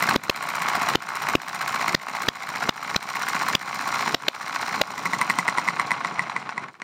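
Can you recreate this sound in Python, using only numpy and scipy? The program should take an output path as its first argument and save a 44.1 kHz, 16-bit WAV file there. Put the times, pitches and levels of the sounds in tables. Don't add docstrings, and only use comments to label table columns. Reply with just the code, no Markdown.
import sys
import numpy as np
from scipy import signal
from scipy.fft import rfft, irfft, next_fast_len
from scipy.io import wavfile
from scipy.ndimage import uniform_filter1d, minimum_filter1d

SR = 44100
rng = np.random.default_rng(int(sys.argv[2]) if len(sys.argv) > 2 else 0)


def persist_wave(psi):
    counts = np.round(np.clip(psi, -1, 1) * 32767).astype(np.int16)
    wavfile.write(sys.argv[1], SR, np.atleast_2d(counts).T)


N = 301555
TIME = np.arange(N) / SR
HIT = np.arange(4096) / SR
TURN_S = 0.0665

# push_db, swing_db, swing_hz, bark_db, crack_hz
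FIRINGS = [(0.1597, 19, 2.5, -1, 248, -2, 3720), (0.2962, 12.5, -6.5, -10, 380, -3.5, 2980),
           (0.9539, 26, 0, -8, 310, -5.5, 2820), (1.3522, 21, 0, -2, 297, -8, 2830),
           (1.9468, 20.5, -7.5, -7, 184, 0, 4350), (2.285, 17, -15.5, -10.5, 184, -1, 3300),
           (2.6913, 17.5, -4.5, -17, 180, 0.5, 3600), (2.9613, 14, -18, -8, 182, -5.5, 3760),
           (3.5505, 14.5, -19, -10.5, 181, -8.5, 3060), (4.1446, 27, -11, -11, 274, -1.5, 4070),
           (4.282, 18.5, -20.5, -14.5, 332, -4.5, 3400), (4.814, 9.5, -10, 0, 610, -1, 3460)]
# start_s, clack_db, rebound_db (both before the clack trim)
COAST_CLACKS = [(4.905, -30, -34), (4.979, -20, -21), (5.0556, -11, -11.5), (5.1329, -9, -14),
                (5.2134, -6.5, -9.5), (5.298, -9, -7.5), (5.387, -5.5, -12), (5.479, -8, -7),
                (5.5758, -15.5, -8.5), (5.6777, -14.5, -6.5), (5.7965, -9.5, -19), (5.907, -13, -8.5),
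                (6.047, -12.5, -23), (6.1931, -10, -24), (6.3633, -14, -30), (6.5783, -17, -35),
                (6.818, -23.5, -44)]
# centre_hz, width_hz, lift_db
FRAME_MODES = [(175.4, 29, 4.5), (1090, 136, 5), (1430, 174, 3.5), (2118, 224, 4.5), (2770, 53, -3),
               (4075, 520, 9), (5090, 580, 4.5), (5724, 160, 8), (7100, 360, 6.5), (8840, 500, 8),
               (12030, 390, 14), (14200, 630, 9)]


def from_db(db):
    return 10 ** (np.asarray(db) / 20)


def rms_one(x):
    return x / np.sqrt(np.mean(x ** 2) + 1e-20)


def colour(x, spectrum, modes=()):
    size = 2 * next_fast_len(x.shape[-1])
    hz = np.maximum(np.arange(size // 2 + 1) * SR / size, 1)
    points = np.array(spectrum)
    db = np.interp(np.log(hz), np.log(points[:, 0]), points[:, 1])
    db -= 18 * np.abs(np.log2(hz / np.clip(hz, points[0, 0], points[-1, 0])))
    for centre_hz, width_hz, lift_db in modes:
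        db += lift_db / (1 + (2 * (hz - centre_hz) / width_hz) ** 2)
    cepstrum = irfft(db * np.log(10) / 20)
    cepstrum[1:size // 2] *= 2
    cepstrum[size // 2 + 1:] = 0
    return irfft(rfft(x, size) * np.exp(rfft(cepstrum)), size)[..., :x.shape[-1]]


def drift(rate_hz):
    smooth = signal.butter(2, rate_hz, fs=SR, output="sos")
    return rms_one(signal.sosfilt(smooth, rng.standard_normal(N)))


def place(times, sounds):
    out = np.zeros(N + 2 * len(HIT))
    for start_s, sound in zip(times, sounds):
        start = round(start_s * SR)
        if start >= 0:
            out[start:start + len(sound)] += sound
    return out[:N]


def turn_times():
    even_turns, surge_s, tick_lag_s = 6.1, 0.0018, 0.001299
    fired = np.array(FIRINGS)[:, 0]
    fired = np.r_[fired[0] - 9 * TURN_S, fired]
    starts = []
    for fired_s, next_s in zip(fired, fired[1:]):
        run_s = next_s - fired_s
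        turns = round(run_s / TURN_S)
        share = np.arange(turns) / turns
        arch = 1 - (2 * share - 1) ** 2
        surge = surge_s * (turns - even_turns) * arch
        starts.extend(fired_s + run_s * share + tick_lag_s - surge)
    return np.r_[starts, fired[-1] + tick_lag_s, np.array(COAST_CLACKS)[:, 0]]


def speed_at(s):
    starts = turn_times()
    middles = (starts[1:] + starts[:-1]) / 2
    return np.interp(s, middles, np.minimum(TURN_S / np.diff(starts), 1))


def each_turn(pattern, spread_db, play_s=0.0007):
    starts, (share, db) = turn_times(), np.transpose(pattern)
    chance = rng.standard_normal((len(starts) - 1, 2, len(share)))
    times = starts[:-1, None] + np.diff(starts)[:, None] * share + play_s * chance[:, 0]
    levels_db = db + spread_db * chance[:, 1]
    heard = starts[:-1] > -TURN_S
    return times[heard].ravel(), levels_db[heard].ravel()


def contacts(times, level_db, spectrum, modes, strike_db, contact_s, tail_db, tail_s):
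    chatter = np.exp(-(HIT / contact_s) ** 2)
    rattle = from_db(tail_db) * np.exp(-HIT / tail_s)
    force = rng.standard_normal((len(times), len(HIT))) * (chatter + rattle)
    force[:, int(contact_s * SR / 2)] += from_db(strike_db) * np.sqrt(contact_s * SR)
    hits = colour(force, spectrum, modes)
    head = np.sqrt(np.mean(hits[:, HIT < 0.004] ** 2, axis=1))
    return place(times, hits * (from_db(level_db) / head)[:, None])


def rubbing(level_db, spectrum, grain_db, grain_hz):
    grains = rng.standard_normal(N) * from_db(grain_db * drift(grain_hz))
    return from_db(level_db) * rms_one(colour(grains, spectrum, FRAME_MODES))


def through_board(x, slow_hz=950, width_hz=800, count=3):
    r = np.exp(-np.pi * width_hz / SR)
    a = np.array([1, -2 * r * np.cos(2 * np.pi * slow_hz / SR), r * r])
    return signal.sosfilt([np.r_[a[::-1], a]] * count, x + 1e-18)


def soften(x, edge_hz=10000, power=0.79):
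    low_pass = signal.butter(6, edge_hz, fs=SR, output="sos")
    dull = signal.sosfiltfilt(low_pass, x)
    return dull + speed_at(TIME) ** power * (x - dull)


def still_air(level_db=-63):
    # pitch_hz, relative_db (per Hz)
    air_colour = [(100, -2), (1000, -10), (5000, -24), (16000, -36)]
    return from_db(level_db) * rms_one(colour(rng.standard_normal(N), air_colour))


def room(x, t60_s=0.12):
    t = TIME[:SR // 2]
    tail = rng.standard_normal(len(t)) * from_db(-60 * t / t60_s) * (t > 0.004)
    tail = colour(tail, [(110, 0.5), (1500, -9), (15000, -5.5)])
    return signal.fftconvolve(x, tail / np.sqrt(np.sum(tail ** 2)))[:N]


def whirr(rumble_trim_db=-1, grind_trim_db=-4, hiss_trim_db=-5, compression_db=10, compression_s=0.049):
    # start_s, rumble_db (board), grind_db (gears), hiss_db (piston)
    run_levels = [(0, -38.5, -26, -37), (0.7, -37, -21.5, -34), (2.3, -39.5, -25.5, -35),
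                  (4, -37.5, -24.5, -32), (4.5, -40.5, -26.5, -33.5), (5, -35.5, -26, -35.5),
                  (5.6, -39, -26.5, -38.5), (6.1, -40, -29, -44), (6.4, -45.5, -35.5, -49),
                  (6.66, -44.5, -37.5, -59), (6.73, -58, -57, -63), (6.84, -59, -54, -73)]
    # share_of_turn, width_turns, rumble_db, grind_db, hiss_db
    stroke_loads = [(.01, 0.071, 4, 8, 7), (.18, 0.046, 2.5, 3, 9.5), (.26, 0.045, -3, 6, 1.5),
                    (.48, 0.056, 3.5, 5, -1), (.67, 0.03, 1.5, -3.5, 7), (0.759, 0.052, -6.5, 7, 2)]
    # pitch_hz, relative_db (per Hz)
    rumble_colour = [(20, -24), (65, -20.5), (120, -2.5), (220, 0), (450, -6), (1000, -17)]
    grind_colour = [(350, -31), (750, -0.5), (1150, -0.5), (1700, -7.5), (2400, -8.5), (4000, -25.5)]
    hiss_colour = [(1800, -8.5), (3200, -4), (6000, -1.5), (9000, -12), (10800, -22), (16000, -21)]
    starts, fired = turn_times(), np.array(FIRINGS)[:, 0]
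    angle_turns = np.interp(TIME, starts, np.arange(len(starts)))
    run = np.transpose(run_levels)
    levels_db = np.array([np.interp(TIME, run[0], level) for level in run[1:]])
    for share, width, *load_db in stroke_loads:
        from_centre = (angle_turns - share + 0.5) % 1 - 0.5
        levels_db += np.outer(load_db, np.exp(-(from_centre / width) ** 2))
    until_firing = np.r_[fired, np.inf][np.searchsorted(fired, TIME)] - TIME
    rumble_db, grind_db, hiss_db = levels_db
    rumble_db = rumble_db + compression_db * np.exp(-until_firing / compression_s)
    return (rubbing(rumble_db + rumble_trim_db, rumble_colour, grain_db=2.0, grain_hz=123)
            + rubbing(grind_db + grind_trim_db, grind_colour, grain_db=3.5, grain_hz=250)
            + rubbing(hiss_db + hiss_trim_db, hiss_colour, grain_db=4.5, grain_hz=425))


def ticks(trim_db=1):
    # share_of_turn, relative_db
    turn_ticks = [(0.002, -0.5), (.16, -8.5), (.64, -11.5)]
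    # start_s, level_db
    ticking = [(0, -26.5), (.6, -24), (1.6, -25.5), (2.8, -30), (3.2, -25), (4.1, -33), (4.8, -34),
               (5.3, -25), (5.9, -39.5), (6.4, -53), (6.84, -47)]
    # pitch_hz, relative_db (per Hz)
    tick_colour = [(500, -15), (2000, 10.5), (4500, -3), (7500, 1), (10500, -6), (16000, -10)]
    times, db = each_turn(turn_ticks, spread_db=2.6)
    db = db + np.interp(times, *np.transpose(ticking)) + trim_db
    return contacts(times, db, tick_colour, FRAME_MODES,
                    strike_db=-13, contact_s=0.0016, tail_db=-9.5, tail_s=0.012)


def knocks(trim_db=-5, slowing_db=14, loose_speed=0.85, calm_db=-13):
    # share_of_turn, level_db
    turn_knocks = [(0.004, -14.5), (.21, -15), (.43, -23), (.72, -16.5), (.92, -17)]
    # start_s, level_db
    single_knocks = [(0.0885, -10.5), (0.1105, -12.5), (6.078, -24.5), (6.297, -16), (6.4917, -17.5),
                     (6.638, -29.5), (6.6836, -30), (6.7415, -38)]
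    # pitch_hz, relative_db (per Hz)
    knock_colour = [(60, -53), (200, -18), (500, -23.5), (850, -2.5), (1250, -0.5), (2300, -5.5),
                    (3300, -20), (7000, -30.5), (10500, -42), (16000, -66)]
    times, db = each_turn(turn_knocks, spread_db=2.5)
    slowing = 1 - speed_at(times)
    calm = np.clip(slowing / (1 - loose_speed), 0, 1)
    db = db + calm_db * calm - slowing_db * slowing ** 2
    regular = contacts(times, db + trim_db, knock_colour, FRAME_MODES,
                       strike_db=-2.0, contact_s=0.00269, tail_db=-6.5, tail_s=0.0078)
    single_s, single_db = np.transpose(single_knocks)
    single = contacts(single_s, single_db + trim_db, knock_colour, FRAME_MODES,
                      strike_db=-3.5, contact_s=0.00219, tail_db=-4, tail_s=0.01)
    return through_board(regular) + single


def clacks(trim_db=-3, rebound_turns=0.072):
    # centre_hz, width_hz, lift_db
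    valve_modes = [(995, 140, 7), (1981, 240, 14), (8610, 1400, 12)]
    # pitch_hz, relative_db (per Hz)
    clack_colour = [(60, -38), (180, -1), (550, -15), (1000, 2), (1500, -6), (2200, -1), (3200, -19.5),
                    (7000, -24.5), (11000, -40.5), (16000, -54)]
    times, first_db, rebound_db = np.transpose(COAST_CLACKS)
    rebound_s = times + rebound_turns * np.gradient(times)
    return contacts(np.r_[times, rebound_s], np.r_[first_db, rebound_db] + trim_db,
                    clack_colour, FRAME_MODES + valve_modes,
                    strike_db=2.0, contact_s=0.002, tail_db=-15, tail_s=0.0093)


def pops(burn_s=0.0042, rise_s=0.0008, push_s=0.00022, suck_s=0.0013, suck_width_s=0.00062,
         swing_s=0.0054, crack_width_hz=1100, crack_lift_db=10):
    # pitch_hz, relative_db (per Hz)
    crack_colour = [(400, -31), (2500, 3.5), (5000, 5), (7000, -5), (10000, -27.5), (12500, -10),
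                    (16000, -19)]
    burn = np.exp(-(HIT / burn_s) ** 4) * (1 - np.exp(-HIT / rise_s))
    outward = np.exp(-((HIT - push_s) / push_s) ** 2)
    inward = np.exp(-((HIT - suck_s) / suck_width_s) ** 2)
    push = rms_one(outward - inward)
    swing_fade = np.exp(-(HIT / swing_s) ** 2)
    sounds = []
    for _, peak_db, push_db, swing_db, swing_hz, bark_db, crack_hz in FIRINGS:
        swing = rms_one(-np.sin(2 * np.pi * swing_hz * (HIT - push_s)) * swing_fade)
        jet = rng.standard_normal((2, len(HIT))) * burn
        crack = rms_one(colour(jet[0], crack_colour, [(crack_hz, crack_width_hz, crack_lift_db)]))
        bark = rms_one(colour(jet[1], [(550, -0.5), (1900, 0.2)]))
        pop = crack + from_db(bark_db) * bark + from_db(push_db) * push + from_db(swing_db) * swing
        sounds.append(from_db(peak_db) * pop / np.abs(pop).max())
    return place(np.array(FIRINGS)[:, 0], sounds)


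def scene(mechanism_room_db=-14.5, pop_room_db=-29):
    mechanism = soften(whirr() + ticks() + knocks() + clacks())
    firing = pops()
    tail = room(from_db(mechanism_room_db) * mechanism + from_db(pop_room_db) * firing)
    return (still_air() + tail + mechanism + firing)[None]


def record(dry, ceiling=0.58, release_s=0.46, attack_s=0.001, low_cut_hz=60, cutoff_hz=16100):
    needed = np.maximum(1 - ceiling / np.maximum(np.abs(dry[0]), 1e-9), 1e-9)
    held = np.exp(np.maximum.accumulate(np.log(needed) + TIME / release_s) - TIME / release_s)
    size = 2 * int(attack_s * SR / 2) + 1
    gain = np.exp(uniform_filter1d(minimum_filter1d(np.log(1 - held), size), size))
    low_cut = signal.butter(1, low_cut_hz, "high", fs=SR, output="sos")
    lean = signal.sosfilt(low_cut, dry * gain)
    top_cut = signal.ellip(10, 0.1, 80, cutoff_hz, fs=SR, output="sos")
    return signal.sosfilt(top_cut, lean)


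dry = scene()
out = record(dry)
persist_wave(out)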